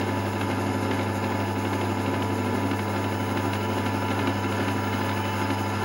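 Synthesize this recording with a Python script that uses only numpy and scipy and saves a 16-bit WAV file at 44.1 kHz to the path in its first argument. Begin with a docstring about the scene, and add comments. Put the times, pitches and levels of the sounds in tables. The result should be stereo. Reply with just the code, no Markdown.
"""A workshop, close to a small idling metal lathe; a hand-held microphone above the carriage turns
towards the chuck. Behind, the belt swishes, the drive electronics whistle thinly, the motor hums at
twice the mains rate and the bearings sing. In front, the headstock gears growl and whine, throb with
their shaft and ring the casting, now and then knocking through their backlash."""
import sys
import numpy as np
from scipy import signal
from scipy.fft import rfft, irfft
from scipy.io import wavfile

SR = 44100
rng = np.random.default_rng(int(sys.argv[2]) if len(sys.argv) > 2 else 0)


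def inscribe(sig):
    """Save sig as 16-bit PCM at rate SR to the path in sys.argv[1].

    A 1-D sig is mono; a 2-D sig holds one channel per row.
    Samples are clipped to [-1, 1] before scaling.
    """
    pcm = np.round(np.clip(np.atleast_2d(sig).T, -1, 1) * 32767)
    wavfile.write(sys.argv[1], SR, pcm.astype(np.int16))


N = 257544

TIME = np.arange(N) / SR
FREQ = np.arange(N // 2 + 1) * SR / N + 1e-3
SIDES = np.array([[1], [-1]])  # left, right

RIPPLE_HZ, SHAFT_HZ = 99.965, 12.1935  # the motor's torque ripple, turns of the gear shaft
SPINDLE_HZ = SHAFT_HZ / 5
CHATTER_S = .005  # time over which a clash of teeth dies down

# Hum and gear tones. Each row: multiple of the spindle rate, multiple of the torque ripple (the two add
# up to the pitch), relative level in dB, left minus right in dB, left phase lead in radians.
TONES = [(0, 1, -31.9, -0.9, -0.2), (0, 2, -36.5, -2.6, -0.1), (0, 3, -46.5, -1.5, 0.2),
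         (-5, 1, -53.1, -2.4, -0.1), (5, 2, -45.4, -4.2, 0.0), (108, 0, -48.5, -4.6, -0.3),
         (118, 0, -49, -3.3, -0.0), (134, 0, -47.8, -0.4, 0.6), (139, 0, -46.4, -4.6, 0.5),
         (144, 0, -45.0, -2.0, 0.4), (154, 0, -48.2, -3.8, 0.5), (170, 0, -48.0, -2.1, 1.0),
         (180, 0, -45.5, -4.7, -0.4), (185, 0, -47.9, -5.8, -0.1), (180, 1, -48.4, -6.1, 0.3),
         (280, 0, -47.5, 6.5, 1.8), (360, 0, -39.4, 3.5, 0.9), (355, 1, -49.3, -1.1, 0.7),
         (360, 1, -41.7, 11.3, 1.5), (365, 1, -48, 2.8, 1.7), (360, 2, -54.9, 5.1, 2.1),
         (497, 0, -52, 0, 1.5), (519, 0, -55, 0, 1.5), (540, 0, -53, 0, 1.5), (586, 0, -55, 0, 1.5),
         (620, 0, -53, 0, 1.5), (799, 0, -57.5, 0, 1.5), (555, 0, -51.1, -0.4, 1.6),
         (560, 0, -46.3, -1.4, 1.4), (560, 1, -54.5, 3.4, 0.0), (720, 0, -50.2, -0.3, 2.3),
         (840, 1, -56.6, -0.1, -1.1)]
# How the machine carries as the microphone moves. 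Each row: time in seconds, then rumble, mesh and
# rattle gains in dB.
CARRY = [(0, -.7, .3, -.5), (.8, .4, 0, -.2), (1.6, -.3, .2, -.5), (2.1, .1, -.2, -.7),
         (2.55, .9, -.5, -.9), (3.0, -.3, -.3, -.8), (3.8, 0, .1, .3), (4.5, -.2, 1, .9),
         (5.2, -1.5, 1.9, 1), (5.84, -1.6, 2.3, .5)]
# Hard backlash knocks. Each row: start in seconds, relative level in dB, rebound against the knock in dB.
KNOCKS = [(.011, -30.5, -10), (.262, -32, -12), (.411, -26, -7), (.510, -32.5, -10), (.911, -27.5, -7),
          (.991, -28, -4), (1.242, -31, -12), (1.650, -28, -10), (1.732, -29, -10), (1.812, -29.5, -12),
          (2.061, -28.5, -12), (2.142, -31, -12), (2.221, -27, -12), (2.442, -35, -1), (2.712, -27.5, -4),
          (2.791, -29.5, -12), (3.042, -29.5, -12), (3.372, -27, -12), (3.532, -26.5, -3),
          (3.861, -27, -12), (4.083, -33.5, -12), (4.103, -32, -12), (4.112, -27.5, -10), (4.191, -29, -8),
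          (4.272, -24, -12), (4.443, -32, -10), (4.523, -29, -10), (4.601, -30.5, -6), (4.682, -25.7, -10),
          (4.936, -31, -10), (5.092, -25.5, -7), (5.413, -29.5, -10), (5.502, -26.5, -12)]


def undb(db):
    """Decibels to gain."""
    return 10 ** (np.asarray(db) / 20)


def curve(table, column=1):
    """One column of a time table at every sample."""
    table = np.array(table)
    return np.interp(TIME, table[:, 0], table[:, column])


def colour(table, column=1):
    """One column of a spectrum table at every frequency."""
    table = np.array(table)
    return np.interp(np.log(FREQ), np.log(table[:, 0]), table[:, column])


def wave(hz, peak_turns):
    """A cosine that peaks at the given share of its cycle."""
    return np.cos(2 * np.pi * (hz * TIME - peak_turns))


def walk(rate_hz):
    """Smooth random wander with a spread near 1."""
    count = int(N / SR * rate_hz) + 2
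    knots = signal.resample(rng.standard_normal(count), 8 * count)
    return np.interp(TIME * rate_hz * 8, np.arange(len(knots)), knots / knots.std())


def above(hz):
    """Power response of a steep high-pass."""
    return 1 / (1 + (hz / FREQ) ** 6)


def resonance(hz, width):
    """Power response of a steep resonance."""
    return 1 / (1 + ((FREQ / hz - hz / FREQ) * hz / width) ** 2) ** 2


def room(t60):
    """Frequency response of the workshop's diffuse echoes, unit energy."""
    age = TIME[:SR // 2]
    tail = rng.standard_normal(len(age)) * undb(-60 * age / t60)
    return rfft(tail / np.linalg.norm(tail), N)


def ring(force, modes, spread):
    """Steel parts ring with a force; nearby surfaces scatter the sound differently to left and right."""
    gain = np.sqrt(sum(resonance(hz, width) * undb(db) ** 2 for hz, width, db in modes))
    paths = (1 + SIDES * spread * room(t60=.02)) / np.hypot(1, spread)
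    return irfft(rfft(force) * paths * gain / np.sqrt(np.mean(gain ** 2)), N)


def placed_tone(phase, db, pan_db, lead=0):
    """A stereo tone, louder on the left by pan_db and ahead there by lead radians."""
    return np.sqrt(2) * undb(db + SIDES * pan_db / 2) * np.cos(phase + SIDES * lead / 2)


def belt(bounce=.4):
    """Hiss swells on each lap of the belt, bounces off the bed and reaches the two sides out of step."""
    # Belt and fan hiss. Each row: frequency in Hz, direct density in relative dB, left phase lead in
    # radians, scattered density in relative dB.
    belt_hiss = [(3500, -105, 1.5, -100), (4500, -95, 1.5, -85), (5300, -91, 1.5, -87),
                 (5750, -89, 3.2, -88), (6300, -83.5, 5.0, -86), (7000, -83.3, 5.0, -86),
                 (7600, -83, 3.5, -96), (8200, -82, 3.2, -104), (9000, -80, 2.7, -100),
                 (10000, -80, 2.1, -96), (11000, -82.7, 1.6, -100), (12000, -87.8, .9, -104),
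                 (13000, -95.5, .2, -110), (15000, -118, 0, -128)]
    lap_hz = 9.24
    laps = wave(lap_hz, .8) + .5 * wave(2 * lap_hz, .3)
    swish = undb(1.3 * laps + .4 * wave(SHAFT_HZ, .31) + 1.3 * walk(29.73))
    direct = rfft(rng.standard_normal(N) * swish) * np.exp(1j * SIDES * colour(belt_hiss, column=2) / 2)
    near = direct * undb(colour(belt_hiss)) * (1 + bounce * room(t60=.06)) / np.hypot(1, bounce)
    scattered = rfft(rng.standard_normal((2, N)) * swish) * undb(colour(belt_hiss, column=3) - 1)
    return irfft(near + scattered, N) * np.sqrt(SR / 2) * undb(-1.1)


def whistle(switching_hz=15641.3):
    """The switching tone of the motor's drive electronics, trembling in level."""
    # Fades between standing waves. Each row: time in seconds, relative level in dB.
    whistle_fades = [(0.0, -63), (0.32, -60), (0.67, -77), (1.33, -58), (2.13, -64), (3.48, -54.5),
                     (3.82, -59), (4.77, -60), (4.85, -55), (5.41, -56), (5.53, -65), (5.61, -55),
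                     (5.79, -68), (5.84, -56)]
    level = undb(curve(whistle_fades) + 4.5 + 1.3 * walk(35))
    phase = 2 * np.pi * switching_hz * TIME + .8 * walk(1.5)
    return np.sqrt(2) * level * np.cos(phase - SIDES * .38)


def motor_hum():
    """Steady magnetic hum at the torque ripple and its harmonics."""
    return sum(placed_tone(2 * np.pi * ripple * RIPPLE_HZ * TIME, db + .06, pan_db, lead)
               for spindle, ripple, db, pan_db, lead in TONES if spindle == 0)


def bearings():
    """Rolling balls keep the races ringing and a narrow gear whine rises towards the chuck, each mode swelling
    on its own; one race squeals in spurts."""
    # Narrow modes of races and thin covers, led by a narrow meshing whine near 1.37 kHz that grows # towards
    # the chuck. Each row: pitch in Hz, width in Hz, relative level in dB over the carriage, the # same towards
    # the chuck.
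    race_modes = [(1367, 12, -56, -47), (1470, 200, -58, -45.5), (2350, 260, -53, -51),
                  (2660, 300, -54, -48), (2985, 90, -58, -48.5), (5023, 75, -69, -60),
                  (5146, 110, -62, -67), (5249, 55, -66, -61), (6272, 70, -72, -61.5),
                  (6590, 90, -70, -61.5), (6788, 50, -69, -62), (6990, 90, -62, -66)]
    # The microphone turns to the chuck. Each row: time in seconds, share of the turn from 0 to 1.
    microphone_turn = [(0, 0), (2.9, 0), (3.7, .6), (4.4, .95), (5.84, 1)]
    # Squeals, clearest near the chuck. Each row: centre in seconds, length in seconds, relative dB.
    squeals = [(5.03, .04, -54), (5.14, .04, -53), (5.435, .06, -47.5), (5.545, .035, -51.5),
               (5.585, .025, -54), (5.638, .045, -51), (5.77, .04, -51.5)]
    singing, turn = 0, curve(microphone_turn)
    for hz, width, carriage_db, chuck_db in race_modes:
        level = (1 - turn) * undb(carriage_db) + turn * undb(chuck_db)
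        swell = undb(2.5 * walk(7) - 1)
        singing += level * swell * ring(rng.standard_normal(N), [(hz, width, 0)], spread=.55)
    spurts = sum(undb(db) * np.exp(-2 * ((TIME - at) / length) ** 2) for at, length, db in squeals)
    squeal = ring(rng.standard_normal(N) * spurts, [(5060, 130, 0)], spread=.4)
    return (singing + squeal) * undb(SIDES * .8)  # a little to the left


def tooth_load():
    """Load on the teeth in dB: a throb on each turn of the shaft, some deep, some shallow."""
    # One throb. Each row: share of the shaft turn, typical load in dB.
    load_cycle = [(0, -1), (.12, 2.4), (.28, 0), (.45, .3), (.7, -2.3)]
    return np.interp(SHAFT_HZ * TIME, *np.transpose(load_cycle), period=1) * (1 + .3 * walk(12))


def gear_tones(load_db, whine_above_hz=600):
    """Meshing teeth sound low tones that heave with the load and a fluttering whine above them."""
    # The whine flutters more near the chuck. 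Each row: time in seconds, depth in dB.
    whine_flutter = [(0, .6), (3.8, .6), (4.4, 1.3), (5.84, 1.3)]
    heave_db = curve(CARRY) + load_db + .5 * wave(SPINDLE_HZ, .089) + .66
    out = 0
    for spindle, ripple, db, pan_db, lead in TONES:
        if spindle != 0:
            hz = spindle * SPINDLE_HZ + ripple * RIPPLE_HZ
            phase = 2 * np.pi * (hz * TIME + rng.uniform()) + .071 * walk(4.88)
            waver_db = walk(2.17)
            motion_db = heave_db if hz < whine_above_hz else curve(whine_flutter) * walk(22) + .06
            out += placed_tone(phase, db + waver_db + motion_db, pan_db, lead)
    return out


def growl(hz, level_db, pan_db):
    """A low tone of the headstock, its pitch never quite steady."""
    phase = 2 * np.pi * (hz * TIME + rng.uniform()) + .9 * walk(14)
    return placed_tone(phase, level_db, pan_db)


def headstock_growls(load_db):
    """Two low tones come and go and throb with the tooth load."""
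    # The swells of each tone. Each row: time in seconds, relative level in dB.
    upper_swells = [(0.0, -47), (0.14, -34), (0.36, -47), (0.42, -38), (0.69, -34), (0.78, -40),
                    (0.84, -36), (1.02, -37), (1.13, -47), (1.28, -47), (1.33, -39), (1.41, -37),
                    (1.49, -44), (1.74, -34), (1.9, -37), (1.97, -42), (2.09, -34), (2.48, -40),
                    (2.66, -32), (2.76, -36), (2.82, -47), (2.96, -38), (3.19, -41), (3.47, -33),
                    (3.67, -44), (3.74, -39), (3.98, -35), (4.06, -39), (4.22, -34), (4.53, -45),
                    (4.58, -37), (4.7, -35), (4.92, -47), (5.05, -39), (5.35, -46), (5.4, -38), (5.52, -35),
                    (5.83, -47)]
    lower_swells = [(0.0, -36), (0.16, -38), (0.23, -47), (0.53, -36), (0.7, -41), (0.78, -35), (0.95, -37),
                    (1.04, -46), (1.15, -47), (1.23, -35), (1.27, -34), (1.46, -45), (1.59, -38),
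                    (1.79, -46), (2.02, -35), (2.26, -44), (2.39, -34), (2.56, -33), (2.86, -47),
                    (2.93, -38), (3.01, -38), (3.08, -44), (3.24, -36), (3.59, -45), (3.67, -37),
                    (3.77, -35), (3.95, -39), (4.09, -38), (4.2, -47), (4.29, -39), (4.37, -47), (4.5, -40),
                    (4.62, -47), (4.7, -40), (5.07, -36), (5.16, -47), (5.56, -47), (5.83, -38)]
    throb_db = 1.4 * load_db
    upper = growl(hz=275, level_db=curve(upper_swells) + throb_db + 1.04, pan_db=-5)
    lower = growl(hz=248, level_db=curve(lower_swells) + throb_db, pan_db=-3.5)
    return upper + lower


def strike_time(turn, slack_turns=.08, strike_cycles=.06):
    """Once a shaft turn the teeth go slack; the nearest push of the torque ripple slaps them together."""
    return (round((turn + slack_turns) / SHAFT_HZ * RIPPLE_HZ) + strike_cycles) / RIPPLE_HZ


def clack(count=14, gap_s=.0008, peak_s=.003, settle_s=.014):
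    """One clash of teeth: a quick run of sharp metal contacts, then a faint settling rattle."""
    age = TIME[:SR // 10]
    gaps = gap_s * rng.uniform(.4, 1.6, count)
    at = np.cumsum(gaps) - gaps[0]
    strength = np.exp(-((at - peak_s) / CHATTER_S) ** 2)
    contacts = np.zeros(len(age))
    contacts[(at * SR).astype(int)] = rng.choice([-1, 1], count) * strength
    settling = .38 * np.exp(-age / settle_s) * rng.standard_normal(len(age))
    return contacts * np.sqrt(SR * CHATTER_S) / np.linalg.norm(contacts) + settling


def backlash():
    """Loose teeth knock on some shaft turns, only tick on the rest, and rebound two ripple cycles on."""
    # Modes of the struck gears. Each row: pitch in Hz, width in Hz, relative level in dB.
    gear_modes = [(800, 500, 0), (1450, 800, 1), (2170, 300, 1.5), (2800, 750, -1), (3800, 800, -7.5),
                  (5200, 2500, -23)]
    hard_turns = [round(start * SHAFT_HZ) for start, _, _ in KNOCKS]
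    tick_db = rng.normal(-39, 1.5, int(N / SR * SHAFT_HZ))
    ticks = [(strike_time(turn), db, -10) for turn, db in enumerate(tick_db) if turn not in hard_turns]
    force = np.zeros(N + SR)
    for start, db, rebound_db in KNOCKS + ticks:
        for late_s, softer_db in (0, 0), (2 / RIPPLE_HZ, rebound_db):
            onset, clash = int((start + late_s) * SR), clack()
            force[onset:onset + len(clash)] += undb(db + softer_db - .9) * clash
    return ring(force[:N], gear_modes, spread=.63)


def thuds(pan_db=-3):
    """Each hard knock shakes the headstock: a low ring builds up and dies away."""
    # Low headstock modes. Each row: pitch in Hz, seconds to fall 60 dB, level against the knock in dB.
    thud_modes = [(272, .13, 0), (350, .11, -2)]
    out, age = np.zeros(N + SR), TIME[:SR // 5]
    build_up = 1 - np.exp(-age / CHATTER_S)
    for start, db, _ in KNOCKS:
        onset = int(start * SR)
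        for hz, t60, mode_db in thud_modes:
            level = build_up * undb(db + mode_db - 60 * age / t60)
            out[onset:onset + len(age)] += level * np.sin(2 * np.pi * (hz * age + rng.uniform()))
    return out[:N] * undb(SIDES * pan_db / 2)


def teeth(press_db, repeat, ripple_db, ripple_turns):
    """Spectrum of tooth roughness: the same flanks meet each spindle turn, chopped by torque ripple."""
    flanks = np.resize(rng.standard_normal(round(SR / SPINDLE_HZ)), N)
    grit = np.sqrt(repeat) * flanks + np.sqrt(1 - repeat) * rng.standard_normal(N)
    force = grit * undb(press_db + ripple_db * wave(RIPPLE_HZ, ripple_turns))
    return rfft(force / force.std())


def casting(force_spectrum, t60=.2):
    """The casting rings with the force; workshop echoes spread it between left and right."""
    # Resonances of headstock, bed and covers. Each row: pitch in Hz, width in Hz, then mid and side
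    # densities in dB.
    casting_modes = [(59, 69, -74.5, -85.0), (122, 57, -63.6, -76.5), (189, 49, -66, -77.1),
                     (241, 40, -57, -68.5), (275, 30, -58.5, -66.5), (345, 42, -57.5, -67),
                     (375, 20, -58, -67), (412, 24, -58, -65), (455, 100, -63, -69.5),
                     (568, 139, -60.4, -68), (665, 46, -63.9, -64), (790, 200, -60.7, -62),
                     (1015, 150, -63.9, -61.3), (1230, 97, -66.6, -66.5), (1371, 120, -64.5, -63.5),
                     (1510, 90, -64, -63), (1620, 90, -67, -61.5), (1730, 120, -66.5, -60),
                     (1900, 170, -84, -70.5), (2050, 160, -72.5, -73), (2175, 190, -69.3, -69.3),
                     (2642, 660, -70.8, -75.5), (2983, 754, -78.5, -75.5), (3600, 1700, -80.8, -84.5),
                     (5096, 741, -82, -83.7)]
    # Where the casting radiates. Each row: frequency in Hz, left minus right in dB.
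    radiation = [(110, -1), (250, -3), (400, -3), (560, 3), (900, .5), (1300, 1.5), (2400, .5), (4400, 3),
                 (8000, 0)]
    mid_power = sum(resonance(hz, width) * undb(db) ** 2 for hz, width, db, _ in casting_modes)
    side_power = sum(resonance(hz, width) * undb(db) ** 2 for hz, width, _, db in casting_modes)
    ringing = .15 + .5 * above(1200)  # thin covers add a thicket of narrow resonances in the treble
    mid = np.sqrt(mid_power) * (1 + ringing * room(t60)) / np.hypot(1, ringing)
    side = np.sqrt(side_power) * room(t60)
    paths = (mid + SIDES * side) * undb(SIDES * colour(radiation) / 2)
    return irfft(force_spectrum * paths, N) * np.sqrt(SR / 2)


def headstock(load_db):
    """Rough teeth drive the casting: heavy rumble, an even meshing rush and a light rattle on top."""
    swell = wave(SPINDLE_HZ, .27)  # once a spindle turn
    rumble_db = curve(CARRY, column=1) + 1.3 * load_db + swell
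    rumble = teeth(rumble_db, repeat=.3, ripple_db=1, ripple_turns=.07)
    mesh_db = curve(CARRY, column=2) + .3 * load_db + .5 * swell
    mesh = teeth(mesh_db, repeat=.68, ripple_db=2.8, ripple_turns=.28)
    rattle_db = curve(CARRY, column=3) + .6 * load_db + .8 * swell + walk(70)
    rattle = teeth(rattle_db, repeat=.55, ripple_db=.8, ripple_turns=.35)
    over_bass, treble = above(750), above(1520)
    return casting(rumble * np.sqrt(1 - over_bass)
                   + undb(-.13) * mesh * np.sqrt(over_bass * (1 - treble))
                   + undb(-1.26) * rattle * np.sqrt(treble))


def scene():
    """The whole lathe at the microphone; one tooth load makes rumble, growls and gear tones throb."""
    load_db = tooth_load()
    running = headstock(load_db) + bearings()
    knocks = backlash() + thuds()
    gears = headstock_growls(load_db) + gear_tones(load_db)
    drive = motor_hum() + whistle() + belt()
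    return running + knocks + gears + drive


def record(dry, top_hz=15900):
    """The recorder cuts the very top with a steep low-pass."""
    return signal.sosfilt(signal.ellip(10, .1, 80, top_hz, fs=SR, output="sos"), dry)


dry = scene()
out = record(dry)
inscribe(out)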